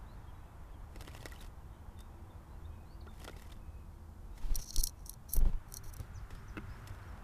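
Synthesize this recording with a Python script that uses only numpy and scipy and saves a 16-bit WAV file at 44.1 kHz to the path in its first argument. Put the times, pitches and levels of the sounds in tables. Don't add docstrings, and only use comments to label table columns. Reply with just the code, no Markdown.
import sys
import numpy as np
from scipy import signal
from scipy.fft import rfft, irfft, next_fast_len
from scipy.io import wavfile
from scipy.ndimage import uniform_filter1d, map_coordinates

SR = 44100
rng = np.random.default_rng(int(sys.argv[2]) if len(sys.argv) > 2 else 0)


def store_wav(level_fs):
    pcm = np.round(np.clip(np.atleast_2d(level_fs), -1, 1) * 32767)
    wavfile.write(sys.argv[1], SR, pcm.T.astype(np.int16))


N = 318843



def amp(db):
    return 10 ** (np.asarray(db) / 20)


def unit(x):
    return x / np.sqrt(np.mean(x ** 2) + 1e-20)


def shape(points):
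    f, db = np.transpose(points)
    return lambda hz: amp(np.interp(np.log(hz + 1), np.log(f + 1), db))


def levels(rows, outside_db=None):
    times, *columns = np.transpose(rows)
    now = np.arange(N) / SR
    return [amp(np.interp(now, times, column, outside_db, outside_db)) for column in columns]


def wobble(rate):
    knots = rng.standard_normal(int(N * rate / SR) + 4)
    return map_coordinates(knots, [np.arange(N) * rate / SR])


def colour(x, gain):
    size = 2 * next_fast_len(len(x) // 2 + 2048)
    wanted = gain(np.fft.rfftfreq(size, 1 / SR))
    cepstrum = irfft(np.log(np.maximum(wanted, 1e-6)))
    cepstrum[1:size // 2] *= 2
    cepstrum[size // 2 + 1:] = 0
    return irfft(rfft(x, size) * np.exp(rfft(cepstrum)))[:len(x)]


def noise(points):
    size = next_fast_len(N)
    spectrum = rfft(rng.standard_normal(size)) * shape(points)(np.fft.rfftfreq(size, 1 / SR))
    return unit(irfft(spectrum, size)[:N])


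def resonances(modes, hz, width_scale):
    return np.sqrt(sum(amp(db) ** 2 / (1 + (2 * (hz - f) / (width * width_scale)) ** 2)
                       for f, width, db in modes))


def crackle(size, rate, spread_db):
    strength = amp(spread_db * np.minimum(rng.exponential(size=size), 3))
    return (rng.random(size) < rate / SR) * strength * rng.choice([-1, 1], size)


def loudest_to_one(x):
    return x / np.sqrt(uniform_filter1d(x ** 2, size=44).max() + 1e-20)


def add(track, s, sound):
    part = track[max(round(s * SR), 0):][:len(sound)]
    part += sound[:len(part)]


def swell(t, start, end, fade_s):
    distance = np.maximum(np.maximum(start - t, t - end), 0)
    return np.exp(-distance / fade_s)


def voiced(hit, edges, db, bright_db, middle_db, size):
    power = 2 * np.abs(rfft(hit[:size], 1024)) ** 2 / (1024 * size)
    hz = np.fft.rfftfreq(1024, 1 / SR)
    targets = [db - bright_db, db + middle_db, db + bright_db]
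    correction = []
    for low, high, target in zip(edges, edges[1:], targets):
        present_db = 10 * np.log10(power[(hz >= low) & (hz < high)].sum() + 1e-20)
        correction.append((np.sqrt(low * high), target - present_db))
    return colour(hit, shape(correction))


# (t/s, rumble level/dB, murmur level/dB)
YARD = [(0, -52, -59), (2.5, -52, -60), (4.1, -54, -63), (5.2, -52.5, -62), (6.5, -50, -62),
        (7.23, -52.5, -56)]
# (f/Hz, level/dB per Hz)
RUMBLE = [(10, -6), (20, 0.5), (45, 2.5), (70, -1.5), (100, -6), (140, -12), (200, -17.5), (300, -28),
          (450, -28.5), (900, -76)]
MURMUR = [(180, -27), (300, 0.5), (322, -4), (404, -7.5), (512, -8), (579, -6), (764, -3.5), (968, -3),
          (2140, -19), (2880, -25.5), (3500, -25.5), (4550, -47.5), (7700, -120)]
HISS = [(1000, -9), (2500, -4.5), (4000, 1), (7000, 0.5), (14000, -0.5)]


def yard(rumble_db=2, murmur_db=-3, hiss_db=-74):
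    rumble, murmur = levels(YARD)
    low = rumble * amp(rumble_db + 0.62 * wobble(11)) * noise(RUMBLE)
    middle = murmur * amp(murmur_db + 0.17 * wobble(3.44)) * noise(MURMUR)
    return low + middle + amp(hiss_db) * noise(HISS)


def hum(bands):
    def gain(hz):
        return sum(amp(db) / (1 + (2 * (hz - f) / width) ** 2) / np.sqrt(width) for f, width, db in bands)
    return unit(colour(rng.standard_normal(N), gain))


# (f/Hz, width/Hz, level/dB)
DRONE = [(78.2, 9.3, 2), (163.6, 13.2, -12), (217.5, 14.7, -7), (337.3, 27, -12), (500, 45, -16.5)]
# (t/s, level/dB)
DRONE_LEVEL = [(0, -65), (1.2, -65.5), (2.1, -56), (4.4, -57.5), (5.8, -69), (7.23, -56)]


def far_engine():
    return levels(DRONE_LEVEL)[0] * hum(DRONE)


# (t/s, level/dB)
TYRES = [(0, -68.5), (1.5, -87), (5.0, -85.5), (5.7, -66), (6.3, -64), (6.8, -59.5), (7.23, -64.5)]
# (f/Hz, level/dB per Hz)
ROAD = [(400, -13), (900, 0), (1400, 6.5), (2100, -4), (3000, -12), (5000, -20), (9000, -23.5),
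        (15000, -28.5)]


def far_tyres():
    return levels(TYRES)[0] * noise(ROAD)


# (f/Hz, width/Hz, level/dB)
MOTOR = [(64.3, 4.1, -3.5), (98.1, 18.5, 8.5), (129, 23, -6), (195, 44, -11), (271, 16, -15.5),
         (389, 9.1, -9.5)]


def nearer_motor(motor_db=8):
    return amp(motor_db) * levels(TYRES)[0] * hum(MOTOR)


# (t/s, length/s, first f/Hz, last f/Hz, level/dB)
CHIRPS = [(0.061, 0.089, 3700, 4500, -74), (0.268, 0.053, 3370, 2930, -74), (0.713, 0.061, 3600, 2930, -77),
          (1.964, 0.0626, 3580, 3700, -69), (2.299, 0.028, 3610, 3460, -70.5),
          (2.639, 0.026, 3370, 3900, -70), (2.67, 0.2, 2500, 2480, -80), (2.855, 0.096, 3900, 4850, -73),
          (3.007, 0.014, 4860, 3570, -63.5), (3.083, 0.035, 3520, 3630, -69),
          (3.578, 0.31, 2550, 2520, -82), (6.136, 0.054, 7500, 4400, -66.5),
          (6.348, 0.0614, 4750, 5770, -71.5), (6.48, 0.022, 6300, 4670, -66),
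          (6.691, 0.074, 4880, 5520, -72), (7.075, 0.044, 5750, 5200, -72)]


def far_birds(echo_db=-2, echo_s=0.19, chorus_db=-86):
    out = np.zeros(N)
    chorus = []
    for a, b, c, d in rng.random((110, 4)):
        first_hz = 2400 + 1600 * c
        chorus.append((7.1 * a, 0.053 + 0.07 * b, first_hz, first_hz * (0.8 + 0.36 * d), chorus_db))
    warble, flicker = 1 + 0.015 * wobble(160), amp(3 * wobble(90))
    for s, length, first_hz, last_hz, db in CHIRPS + chorus:
        u = np.linspace(0, 1, int(length * SR))
        at = np.minimum(int(s * SR) + np.arange(len(u)), N - 1)
        hz = first_hz * (last_hz / first_hz) ** u * warble[at]
        envelope = flicker[at] * np.sqrt(4 * u * (1 - u))
        add(out, s, amp(db) * envelope * np.sin(2 * np.pi * np.cumsum(hz) / SR))
    t = np.arange(SR // 2) / SR
    trees = rng.standard_normal(len(t)) * amp(-60 * t / echo_s)
    echo = signal.fftconvolve(out, trees / np.linalg.norm(trees))[:N]
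    return out + amp(echo_db) * echo


# (t/s, level/dB)
FEET = [(6.570, -35.5), (6.5724, -58), (6.5752, -44), (6.5794, -35)]
# (f/Hz, level/dB)
SOLES = [(100, 12), (2800, -6), (3400, -7.5), (6000, -5), (14000, -2)]
# (f/Hz, width/Hz, level/dB)
RIM = [(207, 27, 6.5), (332, 100, 4.5), (800, 200, -8), (1240, 57, 7), (1390, 270, 6), (2110, 170, 7.5),
       (2640, 270, 3), (2880, 100, -3)]


def landing(contact_s=0.0035, knock_db=-1):
    def rim_gain(hz):
        return shape(SOLES)(hz) * resonances(RIM, hz, width_scale=0.54)
    out, t = np.zeros(N), np.arange(SR // 6) / SR
    for s, db in FEET:
        force = rng.standard_normal(len(t)) * np.exp(-t / contact_s)
        add(out, s, amp(db + knock_db) * loudest_to_one(colour(force, rim_gain)))
    return out


# (t/s, push level/dB)
WINGBEATS = [(4.45, -25), (4.517, -20), (4.577, -25.5), (4.791, -17.5), (4.846, -28), (5.381, -16.5),
             (5.426, -16), (5.467, -18), (5.508, -31.5), (5.546, -23), (5.875, -32.5)]
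# (start t/s, end t/s, eddy level/dB, feather swish level/dB)
FLUTTERS = [(0.94, 1.347, -48.5, -72), (3.2, 3.347, -50.5, -75), (4.435, 4.602, -49, -56),
            (4.76, 4.807, -46.5, -62), (5.361, 5.494, -36.5, -61.5), (5.998, 6.01, -39, -56.5),
            (6.326, 6.363, -51, -60)]
# (f/Hz, level/dB per Hz)
BUFFET = [(40, -22), (100, 1.5), (250, 3), (550, -13), (900, -6), (1500, -21), (3000, -21.5), (5000, -33),
          (12000, -46)]
EDDIES = [(15, -42), (50, 10.5), (110, 6.5), (250, -8.5), (500, -11.5), (900, -23), (2000, -33),
          (6000, -50)]
SWISH = [(600, 1), (2000, -2), (4000, -4), (9000, -11.5), (14000, -14)]


def wings(suction=0.64, stroke_s=0.01, lead_s=0.012, buffet_s=0.0046, buffet_db=-39, buffet_grows=0.49,
          eddy_db=-5, swish_db=-5, eddy_fade_s=0.014, swish_fade_s=0.042):
    out, gusts = np.zeros(N), np.zeros(N)
    t = np.arange(-SR // 10, SR // 10) / SR
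    u = t / stroke_s
    push = (1 + suction) * np.exp(-np.abs(u) ** 1.42)
    push -= suction * np.exp(-(u * suction / (1 + suction)) ** 2)
    gust = np.exp(-((t + lead_s) / buffet_s) ** 2)
    for s, push_db in WINGBEATS:
        add(out, s + t[0], amp(push_db) * push)
        add(gusts, s + t[0], amp(buffet_grows * push_db + buffet_db) * gust)
    now = np.arange(N) / SR
    eddies = sum(amp(db) * swell(now, start, end, eddy_fade_s) for start, end, db, _ in FLUTTERS)
    swish = sum(amp(db) * swell(now, start, end, swish_fade_s) for start, end, _, db in FLUTTERS)
    flutter = unit(amp(3.2 * wobble(70)))
    stirred = amp(eddy_db) * eddies * noise(EDDIES) + amp(swish_db) * swish * noise(SWISH)
    return out + gusts * noise(BUFFET) + flutter * stirred


# (f/Hz, width/Hz, level/dB)
HOUSING = [(4306, 74, -1), (5790, 180, 1.5), (7870, 67, -19), (8400, 160, -8), (9450, 330, -8),
           (10270, 290, -2.5), (11600, 85, -5), (12800, 130, 3.5), (13640, 260, 0.5), (14600, 59, -6)]
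# (f/Hz, level/dB per Hz)
CLAW = [(1470, -59), (2500, -26.5), (3750, -20), (4230, -11), (5020, -14.5), (5330, -5.5), (5830, -3.5),
        (6480, 1), (7250, -14), (8110, -2), (9010, -10.5), (9930, -3), (11500, -12.5), (13700, -8.5),
        (15000, -18)]


def housing(force, treble_db, ring_db=10):
    modes = [(hz, width, db + rng.normal(0, 3)) for hz, width, db in HOUSING]
    tone = shape([(1500, -31), (2800, -1), (4000, 2.5), (6500, -4.5), (9000, treble_db)])

    def gain(hz):
        return shape(CLAW)(hz) * tone(hz) * (1 + amp(ring_db) * resonances(modes, hz, width_scale=1.1))
    return colour(force, gain)


# (t/s, level/dB, brightness/dB, rise/s)
TICKS = [(4.5455, -57.5, -11, .0005), (4.555, -40, -5.5, 0.001), (4.5615, -43.5, 3, 0.00018),
         (4.706, -52, -12.5, .0005), (4.7615, -39, -7, 0.0004), (4.7821, -43.5, -8, 0.00057),
         (4.834, -40, 0, 0.0018), (4.839, -31, -0.5, 0.00045), (4.87, -40, -5, 0.0013),
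         (5.0602, -55, -4, 0.00093), (5.0685, -60, -1, .0006), (5.0951, -43, 0.5, 0.00047),
         (5.131, -63, -5, .0003), (5.1385, -58, -4, 0.00036), (5.3348, -38, 7, 0.0015),
         (5.364, -44.5, 6, 0.0015), (5.3898, -53, 1, 0.00034), (5.723, -54, 1, 0.00024),
         (5.7408, -45, -2, 0.00023), (5.7686, -45.5, -2.5, 0.0012), (5.9665, -56.5, 0, 0.00066),
         (6, -58.5, 0, 0.00029)]
TICK_BANDS = [3500, 7000, 11500, 15000]


def claw_ticks(skid_s=0.0074, skid_db=-21):
    out, t = np.zeros(N), np.arange(SR // 20) / SR
    for s, db, bright_db, rise in TICKS:
        u = t / rise
        strike = u * np.exp(1 - u)
        skid = amp(skid_db) * np.exp(-t / skid_s)
        force = rng.standard_normal(len(t)) * (strike + skid)
        add(out, s, voiced(housing(force, 0), TICK_BANDS, db, bright_db, middle_db=1, size=176))
    return out


# (start t/s, end t/s, level/dB, treble level/dB)
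SCRAPES = [(4.591, 4.646, -50.5, -11.5), (4.659, 4.711, -51.5, -15), (4.729, 4.76, -50, -13),
           (4.79, 4.812, -39, -7.5), (4.827, 4.896, -51, -5), (4.969, 5.037, -73, -9),
           (5.058, 5.117, -60.5, -1), (5.293, 5.366, -52, -4), (5.328, 5.354, -46, 5),
           (5.683, 5.74, -69.5, 0), (5.75, 5.788, -59, -7), (5.84, 5.9, -60.5, -6),
           (5.931, 5.942, -55.5, 2)]


def claw_scrapes(edge_s=0.0035, scrape_db=-1, grip_db=3.5):
    out = np.zeros(N)
    grip = amp(grip_db * wobble(220))
    for start, end, db, treble_db in SCRAPES:
        at = np.arange(round(start * SR) - SR // 40, round(end * SR) + SR // 40)
        slips = crackle(len(at), rate=2900, spread_db=3.5) * grip[at]
        scrape = swell(at / SR, start, end, edge_s) * unit(housing(slips, treble_db))
        add(out, at[0] / SR, amp(db + scrape_db) * scrape)
    return out


# (t/s, starting f/Hz, level/dB)
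BUBBLES = [(1.073, 2950, -41), (1.259, 2130, -39), (1.321, 1860, -39.5), (1.329, 1350, -45),
           (1.360, 2900, -42), (1.392, 3800, -43), (1.407, 3670, -38), (3.076, 1355, -43),
           (3.278, 3250, -36), (3.283, 1364, -38.5), (3.330, 2090, -46), (3.520, 3460, -40),
           (4.375, 2090, -50), (6.305, 1850, -47)]


def bubbles(rise=0.15, onset_s=0.0018, cycles=49):
    out, t = np.zeros(N), np.arange(SR // 12) / SR
    for s, hz, db in BUBBLES:
        t60 = cycles / hz
        phase = 2 * np.pi * np.cumsum(hz * (1 + rise * t / t60)) / SR
        add(out, s, amp(db - 60 * t / t60) * (1 - np.exp(-t / onset_s)) * np.sin(phase))
    return out


def droplets(times, sizes, centre_hz, scatter, cycles):
    draws = rng.standard_normal((len(times), 3))
    hz = np.clip(centre_hz * np.exp(scatter * draws[:, :1]), 700, 14000)
    turns = hz * np.arange(SR // 80) / SR
    life = cycles * np.exp(0.3 * draws[:, 1:2])
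    strength = sizes[:, None] * amp(4 * draws[:, 2:])
    rings = strength * np.exp(-turns / life) * np.sin(2 * np.pi * turns * (1 + 0.015 * turns / life))
    at = (times[:, None] * SR).astype(int) + np.arange(SR // 80)
    return np.bincount(at.ravel(), rings.ravel(), N)[:N]


# (f/Hz, level/dB per Hz)
WATER = [(180, -24), (300, -2), (606, -9), (1400, -9.5), (1620, -12), (1910, -4), (2400, -14), (2690, -6.5),
         (4120, -11.5), (5350, -9.5), (5800, -12), (13600, -15.5), (15000, -36)]
# (f/Hz, width/Hz, level/dB)
BASIN = [(1351, 180, -13), (1947, 140, -9.5), (2620, 160, -14), (3610, 190, -7), (4490, 48, -7),
         (5320, 57, -2)]


def wet(hz, basin_db=8):
    return shape(WATER)(hz) * (1 + amp(basin_db) * resonances(BASIN, hz, width_scale=0.41))


# (t/s, level/dB)
SPRAY = [
    [(0.92, -80), (1.006, -71), (1.206, -64.5), (1.296, -72.5), (1.424, -63), (1.5, -80)],
    [(3.1, -76), (3.186, -68.5), (3.316, -71.5), (3.392, -68), (3.52, -71.5), (3.58, -79)],
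    [(4.34, -76), (4.38, -73), (4.44, -74)],
    [(6.66, -79), (6.902, -75), (7.2, -77.5)],
]
# (f/Hz, level/dB per Hz)
FIZZ = [(200, 14), (500, -2), (2000, -0.5), (4000, -9.5), (8000, -3.5), (14000, -7.5)]


def spray(fizz_db=2, drop_db=1, blip_db=8):
    level = sum(levels(bout, outside_db=-120)[0] for bout in SPRAY)
    falls = rng.integers(N, size=4000)
    out = droplets(falls / SR, amp(drop_db) * level[falls], centre_hz=3400, scatter=0.6, cycles=6)
    blips = rng.integers(N, size=340)
    out += droplets(blips / SR, amp(blip_db) * level[blips], centre_hz=3600, scatter=0.4, cycles=8)
    fine = crackle(N, rate=2500, spread_db=5) * amp(4.3 * wobble(110))
    fizz = unit(colour(fine, shape(FIZZ)))
    coarse = crackle(N, rate=500, spread_db=5) * amp(6 * wobble(120))
    slosh = unit(colour(coarse, wet))
    return out + (amp(fizz_db) * fizz + slosh) * level


# (t/s, level/dB, brightness/dB, rise/s)
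SLAPS = [(0.959, -57.5, -4, 0.00079), (1.007, -54.5, -0.5, .0027), (1.022, -58.5, 0, .0005),
         (1.078, -54, -5.5, 0.00054), (1.0854, -61, -5, .001), (1.134, -64, -6, 0.0016),
         (1.1489, -54.5, -5, 0.00087), (1.1667, -61, -1.5, .0014), (1.227, -58, -4, 0.0014),
         (1.2567, -47, -2.5, 0.00022), (1.2645, -59, -2, .001), (1.283, -64, 3, .0023),
         (1.3126, -63, -4, 0.002), (1.3196, -62, 5, 0.00083), (1.4443, -62.5, -1, 0.0024),
         (1.9906, -65.5, 2, 0.00055), (2.004, -66.5, 9, 0.0021), (3.0673, -65, -12, 0.0018),
         (3.2152, -60.5, -2.5, 0.0025), (3.243, -57, 4.5, 0.0022), (3.2489, -55, -4, 0.0011),
         (3.2767, -52, -6.5, 0.0014), (3.2809, -56.5, -7, .0025), (3.2953, -57.5, -8, 0.00091),
         (3.363, -62.5, -3, 0.0039), (3.4202, -60.5, 0.5, 0.0013), (3.5175, -62.5, -1.5, 0.0042),
         (4.376, -63, -0.5, 0.0042), (6.3041, -61, -2.5, 0.0034), (6.3493, -63, -2, 0.0017),
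         (6.872, -58, 4, 0.0033)]
SLAP_BANDS = [400, 1600, 5000, 15000]


def slaps(patter_s=0.0056, patter_db=-12, ring_db=-5):
    out, t = np.zeros(N), np.arange(SR // 12) / SR
    for s, db, bright_db, rise in SLAPS:
        u = t / rise
        burst = rng.standard_normal(len(t)) * u * np.exp(1 - u)
        patter = unit(crackle(len(t), rate=7300, spread_db=6)) * np.exp(-t / patter_s)
        patter *= (1 - np.exp(-u)) * amp(patter_db)
        splash = colour(burst + patter, wet)
        add(out, s, voiced(splash, SLAP_BANDS, db, bright_db, middle_db=0, size=265))
    starts, dbs, _, _ = np.repeat(np.array(SLAPS), 6, axis=0).T
    times = starts + rng.exponential(0.0095, len(starts))
    return out + droplets(times, amp(dbs + ring_db), centre_hz=2370, scatter=0.563, cycles=2.4)


def scene():
    background = yard() + far_engine() + far_tyres() + nearer_motor() + far_birds()
    visit = landing() + wings() + claw_ticks() + claw_scrapes()
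    bath = bubbles() + spray() + slaps()
    return (background + visit + bath)[None]


def record(dry):
    hz = np.fft.rfftfreq(N, 1 / SR)
    return irfft(rfft(dry) / np.sqrt(1 + (hz / 14750) ** 140), N)


dry = scene()
out = record(dry)
store_wav(out)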